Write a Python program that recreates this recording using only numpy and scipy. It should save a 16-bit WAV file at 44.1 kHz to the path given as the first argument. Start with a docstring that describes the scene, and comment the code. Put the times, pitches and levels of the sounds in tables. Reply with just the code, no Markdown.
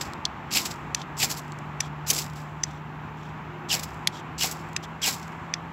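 """Outdoors, over tinder in a metal fire bowl, a steel blade is driven down a ferro rod six times.
The blade lands on the rod with ticks: a rough snap of noise plus ringing steel tones.
Each stroke rasps (filtered grit), screeches (two falling tones) and ends with a dull knock of the rod.
The shavings flare, sizzle and pop as swells and short bursts of grit, and embers hiss on.
Behind it lie a steady rush of filtered noise and a far engine, a low note that slowly gains speed."""
import sys
import numpy as np
from scipy import signal
from scipy.fft import rfft, irfft, next_fast_len
from scipy.io import wavfile

SR = 44100
rng = np.random.default_rng(int(sys.argv[2]) if len(sys.argv) > 2 else 0)


def file_out(sig):
    """Save sig as 16-bit WAV at sys.argv[1]."""
    # one column per channel
    cols = np.atleast_2d(sig).T
    # limit, then scale
    lim = np.clip(cols, -1, 1)
    pcm = np.round(lim * 32767).astype(np.int16)
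    wavfile.write(sys.argv[1], SR, pcm)


N = 252252
T = np.arange(N) / SR  # time in seconds


def undb(db):
    """Turn decibels into gain."""
    return 10 ** (np.asarray(db) / 20)


def unit(x):
    """Scale a sound to an rms of 1."""
    return x / np.sqrt(np.mean(x ** 2))


def colour(x, points):
    """Filter through (Hz, dB) points without any sound arriving early (minimum phase)."""
    hz, db = np.transpose(points)
    size = next_fast_len(2 * N)
    bin_hz = np.arange(size // 2 + 1) * SR / size + 1
    log_gain = np.log(undb(np.interp(np.log(bin_hz), np.log(hz), db)))
    # folding the cepstrum onto positive times makes the filter causal
    cepstrum = irfft(log_gain, size)
    cepstrum[1:size // 2] *= 2
    cepstrum[size // 2 + 1:] = 0
    response = np.exp(rfft(cepstrum))
    return irfft(rfft(x, size) * response, size)[:N]


def walk(rate):
    """Drift at random with spread 1, along straight lines between `rate` random points a second."""
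    knots = rng.standard_normal(8192)
    return unit(np.interp(T * rate, np.arange(len(knots)), knots))


def grit(rate, spread_db):
    """Make dense tiny fractures, `rate` a second, a few much larger than the rest."""
    hits = rng.random(N) < rate / SR
    size = undb(spread_db * np.minimum(rng.exponential(size=N), 4))
    return unit(hits * size * rng.choice([-1, 1], N))


def swell(at, rise, fall):
    """Rise roundly to 1 at the given second, then fall with a longer tail."""
    before, after = np.maximum(at - T, 0), np.maximum(T - at, 0)
    return np.exp(-(before / rise) ** 2 - (after / fall) ** 1.066)


def ringing_down(age, t60):
    """Fade by 60 dB over t60 seconds."""
    return np.exp(-np.log(1000) * age / t60)


def shifting(x, spread_db=1.5, rate=110):
    """The moving contact favours now one band of the rod, now another."""
    hz = np.arange(N // 2 + 1) * SR / N
    centres = [0, 1500, 2300, 3100, 4000, 5000, 6200, 7600, 11000]  # Hz
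    spectrum = rfft(x)
    total = np.zeros(N)
    for share in np.eye(len(centres)):
        band = irfft(spectrum * np.interp(hz, centres, share), N)
        total += band * undb(spread_db * walk(rate))
    return unit(total)


# Tone of the outdoor rush. Each row: frequency in Hz, strength in dB per Hz (only the shape counts).
RUSH_SPECTRUM = [(15, -78.5), (25, -38), (46, -22), (65, -7), (80, -8), (110, -7), (200, -8), (300, -12),
                 (400, -15), (520, -21), (890, -10.5), (1150, -13), (1400, -17), (2620, -25.5),
                 (4770, -45.5), (7500, -49), (9750, -68.5), (16500, -100)]
# Rise and fall of the rush. Each row: time in seconds, level in dB (only differences from the median count).
RUSH_LEVEL = [(0.0, -40.5), (0.29, -40.5), (2.15, -41.5), (2.56, -44), (3.86, -41), (5.72, -41.5)]


def outdoors(rush_db=-38.5, hiss_db=-72.5):
    """A broad distant rush of noise wavers a little over a faint even hiss."""
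    rush = unit(colour(rng.standard_normal(N), RUSH_SPECTRUM))
    seconds, db = np.transpose(RUSH_LEVEL)
    drift_db = np.interp(T, seconds, db - np.median(db)) + .5 * walk(9.8)
    return rush * undb(rush_db + drift_db) + undb(hiss_db) * rng.standard_normal(N)


# The engine speeds up ever faster: firing rate at first, its gain after one second, bend of the rise.
ENGINE_HZ, ENGINE_GAIN_HZ, ENGINE_BEND = 146.7, .76, 1.8
FAR_TONE_HZ = 354.3
# Loudness of the far engine. Each row: time in seconds, level of its main note in dB.
ENGINE_LEVEL = [(0, -49.5), (1.85, -38), (3.2, -41.5), (4, -43), (5.72, -43.5)]
# A faint far tone that comes and goes. Each row: middle in seconds, half length in seconds, peak level in dB.
FAR_TONE_TIMES = [(.72, .24, -50), (3.61, 0.16, -45), (4.13, 0.15, -46.5), (4.67, 0.17, -47.5)]


def distance():
    """The far engine's firing note has weak octaves below and above; a faint steady tone comes and goes."""
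    seconds, db = np.transpose(ENGINE_LEVEL)
    hz = ENGINE_HZ + ENGINE_GAIN_HZ * T ** ENGINE_BEND
    phase = 2 * np.pi * np.cumsum(hz * (1 + 0.0018 * walk(13))) / SR
    note = np.sin(phase) + undb(-15) * np.sin(phase / 2) + undb(-22.5) * np.sin(2 * phase)
    level = undb(np.interp(T, seconds, db) + 0.56 * walk(8))
    engine = np.sqrt(2) * level * note  # the root makes the level an rms value
    presence = np.zeros(N)
    for at, half, tone_db in FAR_TONE_TIMES:
        presence += undb(tone_db) * np.exp(-((T - at) / half) ** 2)
    return engine + presence * np.sin(2 * np.pi * FAR_TONE_HZ * T) * undb(2.0 * walk(20))


# After every stroke the scattered shavings sizzle out; the fizz is relative to the level.
AFTERGLOW_DB, AFTERGLOW_FIZZ_DB = -47.5, -4
AFTERGLOW_DELAY_S, AFTERGLOW_RISE_S, AFTERGLOW_FALL_S = 0.053, .025, 0.081
# Small sparks burst at random once they have flown a while; the rate is for the height of each swell.
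STRAY_PER_S, STRAY_DB, STRAY_FIZZ_DB, STRAY_SCATTER_DB = 45, -49, -5, 6.5
STRAY_FLIGHT_S, STRAY_RISE_S, STRAY_FALL_S = .18, 0.031, .08
# Tone of the burning fizz. Each row: frequency in Hz, strength in dB per Hz (only the shape counts).
FIZZ_SPECTRUM = [(2000, -24.5), (5000, 4), (8000, 6.5), (11500, 1), (14000, -2.5), (16000, -2)]
# Tone of a soft puff of hot air. Each row: frequency in Hz, strength in dB per Hz (only the shape counts).
PUFF_SPECTRUM = [(60, -31.5), (180, 2.5), (420, -3.5), (750, -4), (1300, -6), (2500, -9.5), (5000, -17.5)]
# Clumps of shavings flaring up.
# Each row: peak in seconds, level in dB, rise in seconds, fall in seconds, fizz in dB against the level.
FLARE_TIMES = [(0.0126, -27.5, 0.0019, 0.0071, -15), (.035, -48.5, 0.044, 0.055, -7),
               (.659, -31, 0.0087, 0.016, -3.5), (.712, -43, 0.016, .02, -6),
               (1.32, -34, 0.023, 0.011, 1.5), (1.376, -43, .012, 0.015, 3.5),
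               (2.134, -37, 0.0069, .016, 6), (2.185, -30.5, 0.03, 0.03, 0.5),
               (2.365, -50.5, 0.012, 0.056, -4.5), (3.796, -31.5, 0.0022, 0.0051, -0.5),
               (3.837, -34, 0.0066, .007, 2), (4.514, -46, 0.0026, 0.011, 13.5),
               (5.142, -38, 0.017, 0.0096, -0.5)]
# Single short bursts of grit: pops and one faint blip.
# Each row: time in seconds, level in dB, fizz in dB against the level.
BURST_TIMES = [(0.1351, -34.5, -18), (.718, -31.5, -13), (1.1682, -36, -19), (1.395, -39, -2),
               (1.521, -33, -17), (2.243, -47, -11), (2.334, -45, 3)]


def sparks(burst_s=0.0011):
    """Flying shavings flare, sputter and sizzle out after each stroke, amid short bursts of grit."""
    body, fizz, burst_body, burst_fizz, flying = np.zeros((5, N))
    for at, db, rise, fall, fizz_db in FLARE_TIMES:
        burn = undb(db) * swell(at, rise, fall)
        body += burn
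        fizz += burn * undb(fizz_db)
    for _, hardest, *_ in STROKE_TIMES:
        glow = swell(hardest + AFTERGLOW_DELAY_S, AFTERGLOW_RISE_S, AFTERGLOW_FALL_S)
        burn = undb(AFTERGLOW_DB) * glow
        body = np.hypot(body, burn)  # independent noises add by energy
        fizz = np.hypot(fizz, burn * undb(AFTERGLOW_FIZZ_DB))
        flying += swell(hardest + STRAY_FLIGHT_S, STRAY_RISE_S, STRAY_FALL_S)
    for at, db, fizz_db in BURST_TIMES:
        burst = undb(db) * (T >= at) * np.exp(-np.abs(T - at) / burst_s)
        burst_body += burst
        burst_fizz += burst * undb(fizz_db)

    stray_starts = rng.random(N) < flying * STRAY_PER_S / SR
    stray_db = STRAY_DB + STRAY_SCATTER_DB * np.clip(rng.standard_normal(N), -2, 1)
    # the filter gives every stray the fading tail of a burst; the tiny offset keeps it from stalling near zero
    strays = signal.lfilter([1], [1, -np.exp(-1 / (burst_s * SR))], stray_starts * undb(stray_db) + 1e-18)

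    sputter = undb(2.64 * walk(260))
    low_level = body * sputter + burst_body + strays
    high_level = fizz * sputter + burst_fizz + strays * undb(STRAY_FIZZ_DB)
    low = low_level * unit(colour(grit(6000, 1.7), RASP_SPECTRUM))
    high = high_level * unit(colour(grit(6000, 2.2), FIZZ_SPECTRUM))
    hot_air = undb(-7) * body * unit(colour(rng.standard_normal(N), PUFF_SPECTRUM))
    return low + high + hot_air


def crack(age, decay=0.0031, db=3):
    """The rough edge crushes into the rod for a moment: a broadband snap with no bass."""
    burst = rng.standard_normal(len(age)) * (age > 0) * np.exp(-np.abs(age) / decay)
    hz = np.arange(len(age) // 2 + 1) * SR / len(age)
    band = (1 - np.exp(-(hz / 1700) ** 6)) / (1 + (hz / 14000) ** 8)
    return irfft(rfft(burst) * band * undb(db), len(age))


def contact(x, db, favoured_hz, emphasis_db, low_hz, high_hz, favoured_octaves=0.35):
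    """One touch of the blade passes a band of the rod's sound, with one favoured region."""
    hz = np.arange(len(x) // 2 + 1) * SR / len(x) + 1
    favour = np.exp(-(np.log2(hz / favoured_hz) / favoured_octaves) ** 2 / 2)
    muting = (1 + (low_hz / hz) ** 16) * (1 + (hz / high_hz) ** 10)
    return irfft(rfft(x) * undb(db + emphasis_db * favour) / np.sqrt(muting), len(x))


# Tones of blade and rod, damped by the hands.
# Each row: frequency in Hz, strength in dB, time to fade by 60 dB in seconds.
STEEL_MODES = [(1834, 6.5, 0.011), (2660, 4, 0.0055), (3430, -1, 0.012), (3860, -4, 0.0046),
               (4470, -2.5, 0.0058), (5300, 4.5, 0.0018), (6120, 4.5, 0.0046), (6800, -6, 0.0026),
               (7420, 0.5, 0.0049), (9710, 0.5, 0.0026), (10680, 7, 0.0038), (12100, -0.5, .003),
               (13700, -21, 0.0019)]
# The blade lands or catches on the rod: the place of contact favours one pitch,
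# the grip mutes the lows and a soft touch mutes the highs.
# Each row: time in seconds, rebound gap in seconds, level in dB, favoured pitch in Hz, emphasis in dB,
# muted below in Hz, muted above in Hz, graze in dB against the landing, level of the side noise in dB.
TAP_TIMES = [(.2531, .00092, -20, 4230, 6.5, 3050, 7140, -36, -48),
             (0.9473, 0.00082, -23.5, 5740, 7, 1600, 9800, -27, -38),
             (1.017, .0016, -34.5, 3200, 5.5, 2760, 6500, -7, -36),
             (1.8059, .00083, -24, 5780, 7.5, 1640, 9600, -6, -3),
             (2.104, .0013, -21, 6200, 11.5, 2900, 14100, -1.5, -50),
             (2.636, 0.00097, -29.5, 5750, 18, 1500, 8250, -12, -4),
             (4.073, 0.000928, -19.5, 4360, 9, 1570, 10300, -28, -50),
             (4.7642, 0.00078, -23.5, 3970, 5.5, 1600, 8200, -17.5, 2),
             (5.5383, 0.00085, -23, 5600, 10, 1600, 6100, -29.5, -54)]


def taps():
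    """The blade grazes, lands and rebounds twice, setting the steel ringing. Gives middle and side noise."""
    hz, mode_db, t60 = np.transpose(STEEL_MODES)[:, :, None]
    signs = (-1) ** np.arange(len(STEEL_MODES))[:, None]
    gain = signs * undb(mode_db)
    mid, side = np.zeros((2, N))
    for at, gap, *touch, graze_db, side_db in TAP_TIMES:
        near = np.abs(T - at) < .03
        tick = crack(T[near] - at)
        # graze, landing and two rebounds: (delay in seconds, size)
        for lag, size in [(-.0022, undb(graze_db)), (0, 1), (gap, .65), (2.0 * gap, .45)]:
            age = np.maximum(T[near] - at - lag, 0)
            ring = gain * np.sin(2 * np.pi * hz * age) * ringing_down(age, t60)
            tick = tick + size * ring.sum(axis=0)
        mid[near] += contact(tick, *touch)
        side[near] += undb(side_db) * contact(crack(T[near] - at), *touch)
    return mid, side


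PUFF_DB, GROWL_DB = -33, 4.1  # hot air of the ignition; gain of the low part of the rasp at full force
# Tone of the rasp. Each row: frequency in Hz, strength in dB per Hz (only the shape counts).
RASP_SPECTRUM = [(700, -52), (1500, -11), (2400, -2), (3600, -1), (5200, 3.5), (6500, -3), (7600, 2.5),
                 (10000, -22), (16000, -22)]
# The six strokes. Each row: start in seconds, hardest moment in seconds, start level in dB,
# hardest level in dB, bend of the rise, fall in seconds, fizz in dB against the rasp,
# chatter delay in seconds, chatter level in dB, knock level in dB.
STROKE_TIMES = [(.509, 0.562, -35.5, -25, 1.35, 0.038, -1.5, 0.049, -30, -46),
                (1.169, 1.234, -46.5, -22, 0.78, 0.015, -2, 0.049, -33, -25),
                (2.065, 2.111, -40, -25, 1.46, 0.0051, 5.5, 0.026, -54, -36),
                (3.688, 3.739, -43, -24, 0.87, 0.017, -2.5, .019, -23, -33),
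                (4.381, 4.443, -42.5, -25.5, 0.49, 0.026, -1.5, 0.033, -26, -30),
                (5.017, 5.079, -43, -25, 0.54, 0.027, -1, .018, -23.5, -27.5)]


def scraping(split_hz=3600):
    """The edge tears grains off the rod harder and harder; they ignite with a fizz and a puff of hot air."""
    rasp, growl, fizz, puff = np.zeros((4, N))
    for start, hardest, start_db, top_db, bend, fall, fizz_db, *_ in STROKE_TIMES:
        travel = np.clip((T - start) / (hardest - start), 0, 1)
        bite = np.clip((T - start) / 0.0024 + 1, 0, 1)
        press = undb(start_db + (top_db - start_db) * travel ** bend)
        force = bite * press * swell(hardest, np.inf, fall)
        rasp += force
        growl += force * undb(GROWL_DB) * (force / undb(top_db)) ** .35  # a deeper cut sounds lower
        alight = np.clip((T - start) / 0.027 + .2, 0, 1)  # the first grains take a moment to catch fire
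        fizz += force * undb(fizz_db) * alight
        puff += undb(PUFF_DB) * swell(hardest + .003, 0.014, 0.037)
    grains = shifting(colour(grit(6000, 1.5), RASP_SPECTRUM))
    hz = np.arange(N // 2 + 1) * SR / N
    coarse = irfft(rfft(grains) / (1 + (hz / split_hz) ** 6), N)
    fine = grains - coarse
    slip = undb(2 * walk(330))  # the edge catches and slips
    burning = fizz * unit(colour(grit(9000, 4.9), FIZZ_SPECTRUM))
    cut = rasp * fine + growl * coarse + burning
    return slip * cut + puff * unit(colour(rng.standard_normal(N), PUFF_SPECTRUM))


# The screech sinks from its pitch at the stroke's start towards its lowest (glide in stroke lengths).
CHATTER_START_HZ, CHATTER_END_HZ, CHATTER_GLIDE = 4010, 2045, 0.73
CHATTER_RISE_S, CHATTER_FALL_S = .007, 0.033


def chatter(wander=0.058, upper_db=-5):
    """Stick-slip makes the rod screech in two rough bands whose pitch falls as the blade travels."""
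    out = np.zeros(N)
    wobble = wander * walk(1800)
    judder = undb(3.2 * walk(170))
    scatter = np.cumsum(rng.standard_normal((2, N)), axis=1) * 0.15  # every slip restarts the vibration
    for start, hardest, *_, delay, db, _ in STROKE_TIMES:
        travel = np.maximum(T - start, 0) / (hardest - start)
        hz = CHATTER_END_HZ + (CHATTER_START_HZ - CHATTER_END_HZ) * np.exp(-travel / CHATTER_GLIDE)
        phase = 2 * np.pi * np.cumsum(hz * (1 + wobble)) / SR
        lower = np.sin(phase + scatter[0])
        upper = undb(upper_db) * np.sin(1.75 * phase + scatter[1])
        out += undb(db) * swell(start + delay, CHATTER_RISE_S, CHATTER_FALL_S) * (lower + upper)
    return out * judder


def knocks(knock_hz=763, t60=0.055, detune=0.053):
    """Let go by the blade at each stroke's end, the rod springs back in its handle with a short, dull knock."""
    out = np.zeros(N)
    for _, hardest, *_, knock_db in STROKE_TIMES:
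        age = np.maximum(T - hardest, 0)
        hz = knock_hz * (1 + detune * rng.standard_normal())
        out += undb(knock_db) * np.sin(2 * np.pi * hz * age) * ringing_down(age, t60)
    return out * undb(2 * walk(170))


EMBER_DB, EMBER_DELAY_S, EMBER_RISE_S, EMBER_FALL_S = -70.5, .25, .1, 0.33


def embers(centre_hz=7300, width_hz=1100):
    """Hot specks hiss on in the tinder after each stroke: grit through one narrow band."""
    glow = np.zeros(N)
    for _, hardest, *_ in STROKE_TIMES:
        glow += undb(EMBER_DB) * swell(hardest + EMBER_DELAY_S, EMBER_RISE_S, EMBER_FALL_S)
    band = signal.iirpeak(centre_hz, centre_hz / width_hz, SR)
    return glow * unit(signal.lfilter(*band, grit(5000, 1.7)))


# The rod's broad resonances under light rubbing.
# Each row: frequency in Hz, strength in dB per Hz (only the shape counts).
RUB_SPECTRUM = [(1500, -20), (2700, -14), (3100, 4), (3450, 5), (3800, -1), (4400, -3), (5100, -4),
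                (5900, -1.5), (6600, -7), (7400, -5), (10000, -17), (16000, -26)]
# The blade slides lightly into place. Each row: middle in seconds, half length in seconds, level in dB.
SLIDE_TIMES = [(0.993, 0.041, -49.5), (1.839, 0.037, -48.5), (2.697, 0.087, -58.5), (3.238, .073, -61),
               (4.167, 0.041, -49), (4.841, .015, -46)]


def slides():
    """The blade rubs along the rod without cutting: softly swelling grit coloured by the rod."""
    touch = np.zeros(N)
    for at, half, db in SLIDE_TIMES:
        touch += undb(db) * np.exp(-((T - at) / half) ** 4)
    return touch * undb(2 * walk(150)) * shifting(colour(grit(3000, 1.4), RUB_SPECTRUM))


def bowl(x, t60=.13, wet_db=-28):
    """The fire bowl throws back a short, thin tail of fading noise."""
    age = T[:SR // 3]
    tail = rng.standard_normal(len(age)) * ringing_down(age, t60) * (age > .002)
    return x + undb(wet_db) * signal.fftconvolve(x, tail / np.linalg.norm(tail))[:N]


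def scene():
    """Everything sits in the middle; a faint treble side noise is added, strong in three ticks."""
    ticks, tick_side = taps()
    near = bowl(scraping() + chatter() + knocks() + sparks() + embers() + slides() + ticks)
    turned = undb(-61.0) * np.imag(signal.hilbert(near))  # the near sound turned by a quarter cycle
    side = tick_side + turned + undb(-80.0) * rng.standard_normal(N)
    treble_only = signal.butter(6, 4400, "high", fs=SR, output="sos")
    side = signal.sosfilt(treble_only, side)
    return near + outdoors() + distance() + side * np.array([[1], [-1]])


TOP_HZ = 15700
# Microphone colour, with a notch from its port. Each row: frequency in Hz, gain in dB.
MIC_COLOUR = [(20, -1.5), (6800, 1), (7700, 2), (8500, -8), (9300, -7), (10500, -2), (12000, 3),
              (16000, -0.5)]


def record(dry):
    """The microphone colours the sound and a steep filter cuts off the top."""
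    heard = np.array([colour(channel, MIC_COLOUR) for channel in dry])
    top_cut = signal.ellip(10, .2, 80, TOP_HZ, fs=SR, output="sos")
    return signal.sosfilt(top_cut, heard)


dry = scene()
out = record(dry)
file_out(out)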